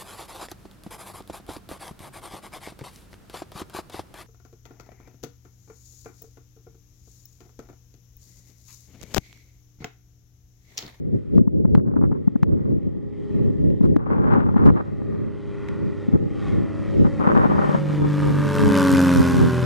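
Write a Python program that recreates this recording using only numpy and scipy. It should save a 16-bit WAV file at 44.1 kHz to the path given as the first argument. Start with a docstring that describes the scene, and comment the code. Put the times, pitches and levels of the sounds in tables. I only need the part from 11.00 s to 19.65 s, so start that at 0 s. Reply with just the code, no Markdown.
"""Out on an airfield, gusts slap the microphone from the start while a propeller plane drones far off.
It climbs off the runway toward the camera: six-cylinder exhaust and two-blade propeller are built on one shaft's
turns, the blades chop the air noise, and an echo off the ground makes the tones swell and cancel.
Thick spells of turbulence crackle near 3.3 and 6.4 s, pushing the two channels apart and at times overloading them.
Just after 8 s the plane passes right overhead, its drone sinking in pitch as the travel time of the sound changes."""
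import sys
import numpy as np
from scipy import signal
from scipy.fft import rfft, irfft, next_fast_len
from scipy.io import wavfile
from scipy.ndimage import uniform_filter1d, map_coordinates

SR = 44100
rng = np.random.default_rng(int(sys.argv[2]) if len(sys.argv) > 2 else 0)


def file_out(sig):
    """Save sig as 16-bit WAV at sys.argv[1]."""
    # one column per channel
    cols = np.atleast_2d(sig).T
    # limit, then scale
    lim = np.clip(cols, -1, 1)
    pcm = np.round(lim * 32767).astype(np.int16)
    wavfile.write(sys.argv[1], SR, pcm)


N = 381465

# Colour of the air rush with the nose toward the microphone. Each row: frequency in Hz, relative level in dB.
RUSH_AHEAD = [(30, -18), (100, 9.5), (400, 5), (680, 3), (810, 7), (940, 2.5), (1180, 3.5), (1620, -2),
              (1870, 7.5), (2350, .5), (2830, -5), (3150, -3.5), (3600, -8), (5500, -20), (10000, -36.5),
              (16000, -53.5)]
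# Colour of the high hiss under the belly. Each row: frequency in Hz, relative level in dB.
HISS_BELOW = [(1500, -40), (3200, -5), (5300, 3.5), (6500, 0), (9000, -1.5), (12000, -4.5), (15000, -12)]
CLOSEST_M, SOUND_M_PER_S = 36.94, 343


def plane(shimmer_db=1.0, rush_width_db=-14, hiss_width_db=-17):
    """Shaft-locked engine and blades sit in the centre; scattered air noise spreads them a little to the sides."""
    # Swells and lulls as restless air carries the sound. Each row: centre in seconds, width in seconds, gain in dB.
    air_swells = [(.22, .4, 3), (1.28, .25, 4), (1.7, .3, 4), (2.33, .55, 9.5), (3.88, .25, 2.5),
                  (4.62, .5, 4.5), (5.05, .2, 3), (5.45, .22, 6), (5.75, .3, 2), (6.15, .15, 1),
                  (6.55, .15, -2), (6.7, .1, 1), (6.85, .1, -3), (7.03, .09, -4.5), (7.25, .14, 2),
                  (7.6, .1, 3), (7.79, .17, 4), (7.96, .1, 1.5)]
    # Colour of the air rush under the belly. 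Each row: frequency in Hz, relative level in dB.
    rush_below = [(30, -18.5), (100, 0), (400, 8), (700, 2), (1000, -2), (1550, 6), (2100, -3),
                  (2800, -3.5), (3800, -7.5), (5500, -13), (10000, -22), (16000, -64.5)]
    # Colour of the high hiss from ahead. Each row: frequency in Hz, relative level in dB.
    hiss_ahead = [(1500, -30), (3200, 3), (5300, 4), (6800, 2), (9000, -2), (12000, -18), (15000, -38)]

    turns, metres, angle = flight()
    swells_db = sum(db * swell(s, width) for s, width, db in air_swells)
    air = amp(swells_db + shimmer_db * wobble(7) * np.cos(np.radians(angle)))

    rasp_gain = air * carried(metres, loss_db_per_m=.047)
    rasp_gain = rasp_gain * beamed(angle, level_db=-39, beam_db=8, centre_deg=74, width_deg=38)
    rush_gain = air * carried(metres, loss_db_per_m=.045)
    rush_gain = rush_gain * beamed(angle, level_db=-37.3, beam_db=5.8, centre_deg=82, width_deg=30)
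    hiss_gain = air * carried(metres, loss_db_per_m=.05)
    hiss_gain = hiss_gain * beamed(angle, level_db=-54.5, beam_db=15, centre_deg=82, width_deg=34)

    rush = rush_gain * aspect(angle, patchy(noise(RUSH_AHEAD)), noise(rush_below))
    hiss = hiss_gain * aspect(angle, noise(hiss_ahead), noise(HISS_BELOW))
    blades = rush * chop(turns, angle, .24, .64) + hiss * chop(turns, angle, .27, .72)
    direct = drone(turns, metres, angle) + near_echo(rasp_gain * rasp(turns, angle) + blades, angle)

    # The rush widens as the plane comes abeam.
    wide_rush = amp(rush_width_db) * np.sin(np.radians(angle)) * rush_gain * noise(rush_below)
    wide_hiss = amp(hiss_width_db) * hiss_gain * noise(HISS_BELOW)
    return opposed(wide_rush + wide_hiss, ground_echo(direct, angle) + hum(turns))


def drone(turns, metres, angle, waver_db=1.3, far_waver_db=.5, half_waver_db=3.0,
          drift=.02, far_drift=.012, skew=.1, loss_db_per_m=.033):
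    """Whole shaft orders stay nearly in step; uneven cylinders add half orders; distance makes phases waver more."""
    # Engine and blade tones before wavering and distance. Each row: multiple of the shaft rate,
    # then level in dB far off, near, at a slant, abeam and behind.
    orders = [(2, -30, -30, -37, -33, -36), (3, -35, -33, -21.5, -27, -23), (3.5, -49, -49, -44, -41, -43),
              (4, -33, -31, -32, -31, -31), (4.5, -38, -36, -39, -31, -40), (5, -39, -39, -44, -44, -44),
              (5.5, -49, -49, -42, -42, -42), (6, -27, -31, -29, -20, -26), (6.5, -33, -35, -43, -41, -42),
              (7, -46, -48, -43, -51, -45), (7.5, -42, -46, -50, -47, -49), (8, -34, -41, -51, -42, -55),
              (9, -46, -46, -38, -24.5, -33), (10, -47, -33, -46, -46, -48),
              (11, -41.5, -33.5, -36, -50, -48), (11.5, -47, -47, -52, -49, -51),
              (12, -52, -52, -49, -26, -47), (13, -42, -41, -53, -55, -56), (14, -47, -48, -42, -50, -38),
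              (16, -47, -47, -53, -57, -58), (18, -58, -58, -53, -52, -53), (19, -60, -60, -45, -54, -49)]
    # Angles from the nose in degrees for those five views: far off, near, at a slant, abeam, behind.
    view_deg = [12.5, 17, 36, 67, 108]

    far = 1 - CLOSEST_M / metres
    total = np.zeros(N)
    for order, *levels in orders:
        level_db = np.interp(angle, view_deg, levels)
        stray = (drift + far_drift * far) * wobble(25)  # in cycles of this tone
        if order % 1:
            total += amp(level_db + half_waver_db * wobble(9)) * tone(turns + stray / order, order)
        else:
            gain = amp(level_db + (waver_db + far_waver_db * far) * wobble(9))
            total += gain * np.sqrt(2) * np.cos(2 * np.pi * (order * turns + skew + stray))
    return carried(metres, loss_db_per_m) * total


def tone(turns, order):
    """A sine at one multiple of the shaft rate, from a random phase, at rms 1."""
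    return np.sqrt(2) * np.sin(2 * np.pi * (order * turns + rng.random()))


def hum(turns, waver_db=1.8):
    """Single engine orders stand out for a while as the plane draws near."""
    # Each row: centre in seconds, width in seconds, multiple of the shaft rate, level in dB before wavering.
    hum_swells = [(2.65, 1.5, 8, -40.5), (4.65, 1.1, 8, -44)]
    return sum(amp(db + waver_db * wobble(6)) * swell(s, width) * tone(turns, order)
               for s, width, order, db in hum_swells)


def rasp(turns, angle, ahead_half_db=-2, below_half_db=-10, jitter_turns=.0009, sharp=1.5, skew=.1,
         bank_db=1.5, gas_db=-9, firings_per_turn=6):
    """Upper exhaust harmonics: a buzz from ahead; below, barks with puffs of gas, the banks strong and weak in turn."""
    # Colour of the rasp from ahead. Each row: frequency in Hz, relative level in dB.
    rasp_ahead = [(350, -50), (600, -6), (810, 5), (940, 1), (1150, 5.5), (1400, 2), (1620, -4), (1850, 1),
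                  (2600, -14), (4500, -27), (9000, -80)]
    # Colour of the rasp under the belly. Each row: frequency in Hz, relative level in dB.
    rasp_below = [(350, -50), (600, -12), (820, -3), (960, 7), (1090, 7), (1280, 4.5), (1500, 3.5),
                  (1750, -3.5), (2100, -8.5), (3000, -14.5), (4500, -26), (9000, -70)]

    shaky = turns + jitter_turns * wobble(60)
    # Three patterns fade in and out against each other.
    ahead = unit(sum(wobble(2.6) * firing_pattern(shaky, ahead_half_db) for _ in range(3)))
    firing = firings_per_turn * shaky + skew
    barks = np.exp(sharp * np.cos(2 * np.pi * firing)) * amp(bank_db * np.cos(np.pi * firing))
    voice = coloured(barks * firing_pattern(shaky, below_half_db), rasp_below)
    gas = coloured(barks * rng.standard_normal(N), rasp_below)
    return aspect(angle, coloured(ahead, rasp_ahead), unit(voice + amp(gas_db) * gas))


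def firing_pattern(turns, half_db, size=4096):
    """A buzz that repeats every two turns; half_db sets how unlike the two turns are."""
    k = np.arange(size // 2 + 1)  # cycles per two turns; odd ones are the half orders
    phases = np.exp(2j * np.pi * rng.random(len(k)))
    cycle = irfft(phases * amp(half_db * (k % 2)) * (k < size // 16))
    return unit(np.interp(turns / 2 % 1 * size, np.arange(size), cycle))


def chop(turns, angle, ahead_depth, below_depth, lead=.14, rise=.1, fall=.13, uneven_db=2.1, crackle_db=1):
    """A ragged puff, quick to rise and slower to fade, each time one of two blades swings toward the listener."""
    # Deepest abeam, shallower at a slant ahead and behind (degrees from the nose).
    depth = np.interp(angle, [36, 67, 120], [ahead_depth, below_depth, ahead_depth])
    since = (2 * turns + lead) % 1  # lead, rise and fall are in blade passes
    puff = (1 - np.exp(-(since / rise) ** 2)) * np.exp(-since / fall)
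    puff = puff * amp(uneven_db * wobble(70) + crackle_db * wobble(800))
    return 1 - depth + depth * unit(puff)


def patchy(x, patchy_db=2.5):
    """Distant sound fades in and out in patches of time and frequency."""
    z = signal.stft(x, nperseg=512)[2]
    over_frequency = uniform_filter1d(rng.standard_normal(z.shape), 5, 0)
    field = uniform_filter1d(over_frequency, 20, 1)
    return unit(signal.istft(z * amp(patchy_db * unit(field)), nperseg=512)[1][:N])


def aspect(angle, ahead, below, from_deg=22, to_deg=52):
    """The nose-on sound gives way to the sound under the belly, at constant power."""
    under = np.clip((angle - from_deg) / (to_deg - from_deg), 0, 1)
    return np.sqrt(1 - under) * ahead + np.sqrt(under) * below


def flight(shaft_hz=44.358, speed_m_per_s=43.39, overhead_s=8.12):
    """Shaft turns, distance in m and angle from the nose in degrees as heard; the travel time bends the pitch."""
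    sent = np.arange(-3, 10, .002)
    to_go = speed_m_per_s * (overhead_s - sent)  # a straight path at steady speed and throttle
    metres = np.hypot(to_go, CLOSEST_M)
    heard = sent + (metres - CLOSEST_M) / SOUND_M_PER_S
    angle = np.degrees(np.arctan2(CLOSEST_M, to_go))
    return [np.interp(np.arange(N) / SR, heard, v) for v in (shaft_hz * sent, metres, angle)]


def carried(metres, loss_db_per_m):
    """Gain left after spreading and losses along the way, 1 at the closest distance."""
    return CLOSEST_M / metres * amp(-loss_db_per_m * (metres - CLOSEST_M))


def beamed(angle, level_db, beam_db, centre_deg, width_deg):
    """Gain of a source that is loudest near the plane of the propeller."""
    return amp(level_db + beam_db * np.exp(-((angle - centre_deg) / width_deg) ** 2))


def ground_echo(x, angle, share=.64, dull_hz=1500, stray_s=.00011, climb_deg=2.3, mic_height_m=1.92):
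    """The ground's dull copy lags more as the plane rises, so tones swell and cancel; moving air shifts the lag."""
    lag_s = 2 * mic_height_m / SOUND_M_PER_S * np.sin(np.radians(angle - climb_deg))
    lag_s = lag_s + stray_s * wobble(2.5) * np.cos(np.radians(angle))
    dull = filtered(x, lambda hz: 1 / (1 + (hz / dull_hz) ** 2))
    return x + share * delayed(dull, lag_s)


def near_echo(x, angle, share=.22, ahead_s=.00155, abeam_s=.00197):
    """A surface close to the microphone combs the rush, hiss and rasp."""
    return x + share * delayed(x, np.interp(angle, [16, 67], [ahead_s, abeam_s]))  # degrees from the nose


def delayed(x, lag_s):
    """x heard lag_s later."""
    n = np.arange(N)
    return np.interp(n - lag_s * SR, n, x)


def wind(breeze_db=-28.7, breeze_swing_db=2.5, buffet_db=.4, stir_db=-27, spit_db=6.5):
    """Big eddies rumble in lumps over a breeze; small ones flutter and crackle, growing with the push squared."""
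    # Rumbling gusts on the microphone. Each row: centre in seconds, width in seconds, level in dB before buffet_db.
    gust_rows = [(.08, .05, -22), (.15, .05, -16), (.38, .1, -13), (.58, .14, -19), (.755, .15, -16),
                 (1.05, .22, -19), (1.52, .18, -18.5), (1.71, .08, -17), (1.87, .05, -23), (2.44, .22, -18),
                 (2.68, .14, -14.5), (2.88, .15, -14.5), (3.3, .45, -18), (3.67, .2, -14), (4.15, .3, -27),
                 (5.15, .04, -13), (5.23, .1, -20), (5.56, .16, -18), (6.01, .15, -14), (6.45, .55, -20.5),
                 (7.04, .07, -21), (7.27, .14, -20), (7.65, .13, -17), (7.94, .08, -21), (8.19, .07, -14),
                 (8.41, .14, -14)]
    # Spells of fast, crackling turbulence. Each row: centre in seconds, width in seconds, level in dB.
    flutter_rows = [(.785, .05, -43), (.9, .1, -46), (.97, .025, -37), (1.04, .05, -36), (1.125, .02, -37),
                    (1.158, .03, -41), (1.6, .25, -50), (2.85, .04, -39), (3.02, .08, -39),
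                    (3.075, .03, -32), (3.125, .06, -26.5), (3.19, .07, -29), (3.27, .09, -26),
                    (3.34, .07, -22), (3.405, .06, -25), (3.47, .07, -38), (3.575, .03, -25),
                    (3.62, .06, -28), (3.68, .05, -23), (3.65, .5, -41), (3.785, .06, -31),
                    (4.14, .05, -44), (5.15, .05, -37), (6.06, .035, -27), (6.225, .05, -26),
                    (6.29, .09, -17), (6.375, .05, -18), (6.44, .08, -20), (6.53, .08, -23),
                    (6.62, .09, -21.5), (6.73, .12, -25), (6.9, .08, -38), (7.04, .05, -32),
                    (7.27, .12, -40), (7.68, .08, -32), (8.2, .06, -32), (8.4, .1, -34)]
    # Colour of the rumble. Each row: frequency in Hz, relative level in dB.
    buffet_colour = [(20, -21), (45, -4.5), (90, 2), (150, 3), (250, -.5), (400, -4.5), (550, -14),
                     (800, -34), (1200, -51), (2000, -82), (5000, -81.5), (15000, -84)]
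    # Colour of the flutter. Each row: frequency in Hz, relative level in dB.
    flutter_colour = [(80, -16), (300, 10), (550, 6.5), (850, 3.5), (1150, 3.5), (1500, -6.5),
                      (2100, -19.5), (3200, -35), (6000, -55), (15000, -71.5)]

    breeze = amp(breeze_db + breeze_swing_db * wobble(8))
    gust_power = sum((amp(db) * swell(s, width)) ** 2 for s, width, db in gust_rows)
    push = np.sqrt(breeze ** 2 + gust_power)
    spells = sum(amp(db) * swell(s, width, steep=4) for s, width, db in flutter_rows)
    stir = amp(stir_db) * push ** 2 + spells

    lumps_db = 1.5 * wobble(55)
    spits_db = spit_db * np.tanh(.6 * wobble(420) + .25 * wobble(110))
    buffet = amp(buffet_db) * push * unit(amp(lumps_db))
    flutter = stir * unit(amp(lumps_db + spits_db))
    rumble = buffet * gust(buffet_colour, shared_db=-11.5, lean=0.01)
    return rumble + flutter * gust(flutter_colour, shared_db=-11.5, lean=0.17) + grit(stir)


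def gust(spectrum, shared_db, lean):
    """Turbulence that drives the channels oppositely, the left a little harder."""
    push = noise(spectrum)
    return opposed(push, lean * push + amp(shared_db) * noise(spectrum))


def grit(stir, pops_per_s=400, scatter_db=4, grit_db=-11.5, shared_db=-3):
    """Tiny pops at random moments, their strength following the turbulence."""
    # Colour of the pops. Each row: frequency in Hz, relative level in dB.
    grit_colour = [(300, -10), (800, 2), (1250, 4.5), (1750, -4), (2500, -20), (4000, -35), (6000, -47),
                   (12000, -80)]
    pops = (rng.random(N) < pops_per_s / SR) * rng.choice([-1, 1], N)
    pops = pops * amp(scatter_db * np.clip(rng.standard_normal(N), -2, 2))
    pops = amp(grit_db) * stir * coloured(pops, grit_colour)
    return opposed(pops, amp(shared_db) * pops * np.tanh(2 * wobble(80)))


def slaps(push_db=9, swing_hz=210, width_s=0.0046, snap_db=4, knock_db=10.5, shared=0.19, shared_snap_db=-5):
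    """Each eddy is one short pressure swing with a knock and a noisy snap; overloads add a sharp click."""
    # Single eddies slapping the microphone. Each row: start in seconds, swing level in dB before push_db,
    # snap level in dB before snap_db or knock_db, snap half-width in seconds.
    slap_rows = [(0.361, -15, -56, .003), (0.381, -13, -35, .003), (0.415, -12, -52, .003),
                 (0.477, -15, -44, .004), (0.652, -12, -36, .005), (0.75, -11, -31, .0025),
                 (0.777, -13, -44, .003), (0.885, -25, -47, .003), (0.938, -27, -46, .003),
                 (0.966, -16, -36, .005), (0.99, -26, -46, .003), (1.014, -22, -40, .002),
                 (1.025, -24, -42, .002), (1.039, -17, -36, .004), (1.116, -25, -40, .003),
                 (1.126, -25, -41, .003), (1.278, -11.5, -35, .002), (1.359, -15, -37, .003),
                 (1.431, -12.5, -31, .0025), (2.811, -12.5, -42, .003), (2.843, -13, -41, .003),
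                 (2.964, -13, -33, .0025), (3.067, -30, -37, .004), (3.118, -22, -35, .004),
                 (3.168, -18, -37, .003), (3.337, -17, -31, .003), (3.368, -19, -33, .005),
                 (3.383, -15, -36, .002), (3.419, -21, -34, .003), (3.49, -20, -35.5, .005),
                 (3.543, -20, -35, .003), (3.565, -12, -32.5, .003), (3.661, -15, -29.5, .007),
                 (3.69, -15, -36, .004), (3.702, -14, -32, .002), (4.018, -28, -46, .003),
                 (5.087, -18, -46, .003), (5.139, -13, -43, .003), (5.155, -13, -40, .004),
                 (6.052, -14, -34, .005), (6.198, -20, -33, .006), (6.274, -14, -29, .003),
                 (6.351, -18.5, -29.5, .003), (6.368, -16, -28.5, .004), (6.377, -17, -27.5, .002),
                 (6.442, -18, -31, .003), (6.456, -17, -28.5, .004), (6.519, -19, -29.5, .002),
                 (6.591, -20, -30, .004), (6.693, -18, -28.5, .002), (6.749, -16, -28, .004)]
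    # Colour of knock and snap. Each row: frequency in Hz, relative level in dB.
    snap_colour = [(150, -15), (500, 6.5), (900, 3), (1300, -4), (2000, -20), (3500, -50), (9000, -76)]
    # The hardest eddies overload the microphone. Each row: start in seconds, click peak in dB.
    overloads = [(.382, -29), (.751, -15), (1.432, -16), (2.965, -22), (3.338, -28), (3.565, -33),
                 (3.661, -25), (3.702, -28), (6.274, -26), (6.352, -25), (6.377, -22), (6.442, -26),
                 (6.693, -26), (6.748, -25)]
    # Colour of that click. Each row: frequency in Hz, relative level in dB.
    click_colour = [(150, -4), (450, 3), (900, 1), (1400, -2), (2000, -8), (3800, -20), (7700, -32),
                    (14000, -45)]

    t = np.arange(N) / SR
    push, snap = np.zeros((2, N))
    chances = rng.standard_normal((len(slap_rows), 2))
    for (s, db, snap_level, snap_width), (pitch, phase) in zip(slap_rows, chances):
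        near = slice(round((s - .02) * SR), round((s + .02) * SR))
        u = t[near] - s - .001  # the crest comes 1 ms after the start
        swing = np.sin(2 * np.pi * swing_hz * np.exp(0.15 * pitch) * u + np.pi * phase)
        push[near] += amp(db + push_db) * np.exp(-(u / width_s) ** 2) * swing
        snap[near] += amp(snap_level + snap_db) * np.exp(-(u / snap_width) ** 2)
    knocks = clicks([(s + .001, level + knock_db) for s, _, level, _ in slap_rows], snap_colour)
    crest = knocks + amp(shared_snap_db) * snap * noise(snap_colour) + clicks(overloads, click_colour)
    return opposed(push + snap * noise(snap_colour), shared * push + crest)


def clicks(rows, spectrum, tail_db=-27, tail_t60=.03):
    """One coloured pulse with a short, rough tail for each (start in s, peak dB)."""
    train = np.zeros(N)
    t = np.arange(SR // 20) / SR
    for s, db in rows:
        pulse = amp(tail_db - 60 * t / tail_t60) * rng.standard_normal(len(t)) + (t == 0)
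        train[round(s * SR):][:len(t)] += amp(db) * pulse
    pulses = coloured(train, spectrum)
    return pulses * train.max() / pulses.max()  # colouring leaves the highest peak as it was


def scrapes(grain_db=4):
    """Short grainy rubs with a bright edge on the camera body."""
    # Each row: centre in seconds, width in seconds, level in dB.
    scrape_rows = [(.2, .3, -76), (.365, .05, -64), (2.85, .06, -64), (3.662, .018, -49)]
    # Colour of the rubs. Each row: frequency in Hz, relative level in dB.
    crack_colour = [(500, -4), (1500, 4.5), (2500, 6), (4000, 0), (8000, -8), (15000, -20)]
    level = sum(amp(db) * swell(s, width) for s, width, db in scrape_rows)
    level = level * unit(amp(grain_db * wobble(500)))
    return level * opposed(noise(crack_colour), noise(crack_colour))


def ticks(gain_db=-4, t60=0.019):
    """Dry little ticks from the handled camera: noise that starts at once and dies by 60 dB in t60 seconds."""
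    # Each row: start in seconds, level in dB before gain_db.
    tick_rows = [(1.8295, -54.5), (2.7025, -45.5), (2.8515, -49), (4.6863, -31)]
    # Colour of the ticks. Each row: frequency in Hz, relative level in dB.
    tick_colour = [(500, -14.5), (1400, -6), (2000, 7), (3000, -11.5), (6000, -21.5), (14000, -41.5)]
    t = np.arange(N) / SR
    level = sum(amp(db + gain_db - 60 * np.abs(t - s) / t60) * (t >= s) for s, db in tick_rows)
    return level * opposed(noise(tick_colour), noise(tick_colour))


def dips(fall_s=.01):
    """A gain on the distant sound that drops quickly and creeps back, placed near hard blows of wind."""
    # Each row: start in seconds, depth in dB, recovery time constant in seconds.
    dip_rows = [(.4, -9, .3), (.77, -12, .22), (1.44, -6, .12), (2.97, -12, .2), (5.15, -3, .1)]
    t = np.arange(N) / SR
    return amp(sum(db * np.clip((t - s) / fall_s, 0, 1) * np.exp(-np.abs(t - s) / recovery)
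                   for s, db, recovery in dip_rows))


def airfield(rush_db=-72, hiss_db=-88, waver_db=2):
    """Faint open-air background: slowly wavering noise, the same in both channels."""
    return amp(waver_db * wobble(4)) * (amp(rush_db) * noise(RUSH_AHEAD) + amp(hiss_db) * noise(HISS_BELOW))


def amp(db):
    """Decibels to gain."""
    return 10 ** (np.asarray(db) / 20)


def unit(x):
    """Scale to rms 1."""
    return x / np.sqrt(np.mean(x ** 2) + 1e-20)


def wobble(rate):
    """A smooth random curve, rate knots a second."""
    knots = rng.standard_normal(int(N * rate / SR) + 4)
    coarse = np.linspace(0, N, 8192)
    return np.interp(np.arange(N), coarse, map_coordinates(knots, [coarse * rate / SR]))


def swell(s, width, steep=2):
    """A smooth rise and fall centred on s seconds; the steeper, the flatter its top."""
    near = np.arange(max(0, int((s - 2 * width) * SR)), min(N, int((s + 2 * width) * SR)))
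    shape = np.zeros(N)
    shape[near] = np.exp(-np.abs(2 * (near / SR - s) / width) ** steep)
    return shape


def filtered(x, response):
    """x times a response of frequency in Hz."""
    size = next_fast_len(N + 8192)
    return irfft(rfft(x, size) * response(np.fft.rfftfreq(size, 1 / SR)), size)[..., :N]


def coloured(x, spectrum):
    """x shaped by (Hz, relative dB) points, at rms 1."""
    f, db = np.transpose(spectrum)
    return unit(filtered(x, lambda hz: amp(np.interp(np.log(hz + 1), np.log(f), db))))


def noise(spectrum):
    """Fresh noise of that colour, at rms 1."""
    return coloured(rng.standard_normal(N), spectrum)


def opposed(side, mid):
    """Left and right from what they share and what pushes them apart."""
    return np.array([mid + side, mid - side])


def scene():
    """The plane and the airfield behind the wind and handling noise at the microphone."""
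    return dips() * (plane() + airfield()) + wind() + slaps() + scrapes() + ticks()


def record(dry, notch_hz=690, notch_width_hz=45, notch_db=-9, top_hz=15400):
    """The camera has a narrow dip in its response, saturates toward full scale and passes nothing above top_hz."""
    voiced = filtered(dry, lambda hz: amp(notch_db * np.exp(-((hz - notch_hz) / notch_width_hz) ** 2)))
    saturated = voiced / (1 + voiced ** 8) ** (1 / 8)
    return filtered(saturated, lambda hz: hz < top_hz)


dry = scene()
out = record(dry)
file_out(out)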